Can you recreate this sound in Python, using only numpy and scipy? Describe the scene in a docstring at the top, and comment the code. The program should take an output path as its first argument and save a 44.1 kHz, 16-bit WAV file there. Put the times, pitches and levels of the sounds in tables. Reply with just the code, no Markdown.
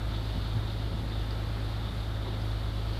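"""A six-cylinder boat engine is heard idling first: tones at multiples of its cycle rate, strongest at
the firing rate and its double, a noise pattern repeated every cycle, and a pulsing treble hiss.
Around it a calm open sea washes steadily, as noise in bands that flicker apart. Light wind buffets
the microphone in short low noise puffs, mostly in the first second; brief resonant laps come later."""
import sys
import numpy as np
from scipy import signal
from scipy.fft import rfft, irfft
from scipy.io import wavfile
from scipy.ndimage import uniform_filter1d, map_coordinates

SR = 44100
rng = np.random.default_rng(int(sys.argv[2]) if len(sys.argv) > 2 else 0)


def to_wav(sig):
    """Store sig (one row per channel, or 1-D mono) as 16-bit WAV at the path in sys.argv[1].

    Samples outside -1..1 are clipped; the rate is SR.
    """
    pcm = np.clip(np.atleast_2d(sig), -1, 1) * 32767
    pcm = np.round(pcm).astype(np.int16)
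    wavfile.write(sys.argv[1], SR, pcm.T)  # frames by channels


N = 131859
T = np.arange(N) / SR  # time [s]
FREQ = np.fft.rfftfreq(N, 1 / SR)  # frequency of each spectrum bin [Hz]

CYCLE_HZ, CYLINDERS = 8.85, 6  # each cylinder fires once a cycle
SPEED_WANDER = 0.002975  # rms share of the engine speed


def undb(db):
    """Level law: an amplitude ratio is ten to the power dB / 20."""
    return 10 ** (np.asarray(db) / 20)


def unit(x):
    """Normalization: scale to rms 1."""
    return x / np.sqrt(np.mean(x ** 2))


def noise():
    """White noise: equal mean power at every frequency."""
    return rng.standard_normal(N)


def colour(x, points):
    """Spectral shaping: gain interpolated over log frequency from (Hz, dB) points; rms 1."""
    hz, db = np.array(points, float).T
    f = np.maximum(FREQ, 1)
    gain = undb(np.interp(np.log(f), np.log(hz), db))
    return unit(irfft(rfft(x) * gain, N))


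def resonance(hz, width_hz):
    """Resonance: noise through a squared second-order band-pass response; rms 1."""
    f = np.maximum(FREQ, 1)
    detuning = (f - hz * hz / f) / (2 * width_hz) * np.sqrt(2)
    return unit(irfft(rfft(noise()) / (1 + 1j * detuning) ** 2, N))


def walk(rate):
    """Slow random modulation: random steps at this rate [Hz], averaged twice; rms 1."""
    k = max(int(SR / rate), 1)
    steps = np.repeat(noise()[:N // k + 1], k)
    smooth = uniform_filter1d(uniform_filter1d(steps, k), k)
    return unit(smooth[:N])


def swell(at, length):
    """Gaussian envelope: peak 1 at its centre [s], length [s] as standard deviation."""
    return np.exp(-.5 * ((T - at) / length) ** 2)


# Engine tones: (multiple of the cycle rate, level [dB rms])
ENGINE_TONES = [(6, -34), (9, -47.5), (12, -36), (15, -59), (18, -55), (21, -58), (30, -58), (36, -60.5),
                (39, -59.5), (62, -60.5), (68, -65), (74, -63), (146, -69), (163, -73)]
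HUM_WAVER_DB, OVERTONE_WAVER_DB = 0.42, 2.5  # rms level waver


def hum(turn):
    """Harmonic series: tones locked to the cycle, wavering more above twice the firing rate."""
    out = 0
    for multiple, db in ENGINE_TONES:
        k = round(multiple)
        waver_db = HUM_WAVER_DB if k <= 2 * CYLINDERS else OVERTONE_WAVER_DB
        level = undb(db + waver_db * walk(7))
        tone = np.cos(2 * np.pi * (k * turn + rng.random()))
        out = out + level * np.sqrt(2) * tone
    return out


# Spectrum of the engine clatter: (frequency [Hz], relative density [dB per Hz])
CLATTER_SPECTRUM = [(30, -22), (60, 4.5), (150, -1.5), (230, -7), (290, -8.5), (340, -8), (440, -16),
                    (800, -12.5), (1100, -24), (1300, -16.5), (1600, -25), (2500, -32), (5000, -51)]
CLATTER_DB, CLATTER_SCATTER_DB = -43.5, 0.5  # overall level; rms drift of strength


def clatter(turn):
    """Periodic noise: one rattle recurs every cycle, its strength drifting at the firing rate."""
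    size = int(SR / CYCLE_HZ)
    pattern = rng.standard_normal(size)
    rattle = map_coordinates(pattern, [turn % 1 * size], order=1, mode="grid-wrap")
    strength = undb(CLATTER_SCATTER_DB * walk(CYCLE_HZ * CYLINDERS))
    return undb(CLATTER_DB) * colour(rattle * strength, CLATTER_SPECTRUM)


# Spectrum of the broad hiss: (frequency [Hz], relative density [dB per Hz])
HISS_SPECTRUM = [(1500, -35), (2500, -7), (2900, 1), (3400, 3), (4000, 1.5), (4400, 1.5), (4800, -2.5),
                 (5200, -11), (6000, -19.5), (8000, -32)]
# Course of the broad hiss: (time [s], level [dB])
HISS_COURSE = [(0, -53), (.35, -48.5), (.62, -52), (.85, -50.5), (1.05, -52), (1.5, -51), (2.1, -52.5),
               (2.6, -52), (2.8, -50.5), (2.96, -48.5)]
# Swells of the narrow resonance: (time [s], added level [dB], length [s])
RESONANCE_SWELLS = [(0.157, 8.5, .028), (.36, 4, 0.024), (0.506, 5.5, .04), (.69, 7.5, .045),
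                    (0.983, 2.5, 0.039), (1.134, 7, 0.036), (1.876, 6, 0.045), (2.033, 5, 0.031),
                    (2.274, 4.5, 0.049), (2.5, 3.5, 0.042), (2.654, 4, 0.024)]
HISS_PULSE, HISS_FLICKER_DB = 0.11, 0.88  # pulse depth as a share; rms level flicker
RING_HZ, RING_WIDTH_HZ, RING_DB = 3638, 320, -57  # resonance, with its level between swells


def hiss(turn):
    """Amplitude modulation: the engine pulses a broad hiss and a resonance that comes and goes."""
    shaft = 2 * turn  # two shaft turns to a cycle
    half_firing = np.cos(2 * np.pi * turn * CYLINDERS / 2)
    twice_shaft = np.cos(2 * np.pi * 2 * shaft)
    pulse = 1 + HISS_PULSE * (half_firing + twice_shaft) / 2
    times, levels = np.array(HISS_COURSE).T
    broad_db = np.interp(T, times, levels) + HISS_FLICKER_DB * walk(60)
    broad = undb(broad_db) * colour(noise(), HISS_SPECTRUM)
    ring_db = RING_DB + sum(db * swell(at, length) for at, db, length in RESONANCE_SWELLS)
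    ring = undb(ring_db) * resonance(RING_HZ, RING_WIDTH_HZ)
    return pulse * (broad + ring)


def panel():
    """Narrow-band resonance: a faint steady ringing in the boat."""
    return undb(-63) * resonance(hz=1297, width_hz=30)


# Spectrum of the sea wash: (frequency [Hz], relative density [dB per Hz])
WASH_SPECTRUM = [(20, -1), (50, 10.5), (100, 6.5), (170, 3.5), (260, 0.5), (350, -1), (450, -4),
                 (750, -5.5), (1300, -7), (1650, -10.5), (2100, -12), (2500, -16.5), (3200, -27.5),
                 (5000, -25.5), (6500, -29), (9000, -30), (14500, -31.5)]
WASH_DB, WASH_SWELL_DB, WASH_FLICKER_DB = -42, -0.62, 0.58  # level; rms shared swell; rms per band


def wash():
    """Independent band modulation: overlapping octave bands of noise flicker apart, swelling together."""
    spectrum = rfft(colour(noise(), WASH_SPECTRUM))
    octave = np.log2(np.clip(FREQ, 50, 6400) / 50)  # octaves above 50 Hz
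    bands = 0
    for k in range(8):
        share = np.maximum(1 - abs(octave - k), 0)  # triangular crossfade between bands
        bands = bands + irfft(spectrum * share, N) * undb(WASH_FLICKER_DB * walk(12.1))
    return bands * undb(WASH_DB + WASH_SWELL_DB * walk(2.8))


# Wind puffs: (time [s], level [dB], length [s])
WIND_PUFFS = [(0.087, -36.5, 0.019), (0.372, -30.5, 0.018), (.45, -38, 0.017), (0.572, -31.5, 0.021),
              (0.797, -43, 0.054), (0.936, -33, 0.022), (1.036, -37, 0.03), (1.48, -41, .02),
              (1.914, -39, .022)]
# Spectrum of a puff: (frequency [Hz], relative density [dB per Hz])
PUFF_SPECTRUM = [(20, -18), (50, -9.5), (100, 3.5), (170, -6), (240, -12), (400, -24.5), (1000, -61)]


def wind():
    """Gated low-frequency noise: short puffs of wind on the microphone."""
    envelope = sum(undb(db) * swell(at, length) for at, db, length in WIND_PUFFS)
    return colour(noise(), PUFF_SPECTRUM) * envelope


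# Water laps: (time [s], level [dB], centre [Hz], width [Hz], length [s])
WATER_LAPS = [(1.31, -43.5, 4610, 550, 0.0017), (2.274, -45, 964, 160, 0.0085),
              (2.282, -43.5, 347, 110, 0.024), (2.422, -51.5, 4700, 450, 0.0059)]


def laps():
    """Transient resonance: each small lap is a brief burst of band-limited noise."""
    out = 0
    for at, db, hz, width_hz, length in WATER_LAPS:
        out = out + undb(db) * swell(at, length) * resonance(hz, width_hz)
    return out


def scene():
    """Superposition: engine, sea and wind add at the rail of the boat."""
    speed_hz = CYCLE_HZ * (1 + SPEED_WANDER * walk(4))
    turn = np.cumsum(speed_hz) / SR  # engine cycles elapsed
    engine = hum(turn) + clatter(turn) + hiss(turn) + panel()
    return (engine + wash() + wind() + laps())[None]


def record(dry):
    """Low-pass filtering: the recorder's steep elliptic response cuts the top."""
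    low_pass = signal.ellip(10, .2, 80, 14250, fs=SR, output="sos")  # ripple, stop [dB]; edge [Hz]
    return signal.sosfilt(low_pass, dry)


dry = scene()
out = record(dry)
to_wav(out)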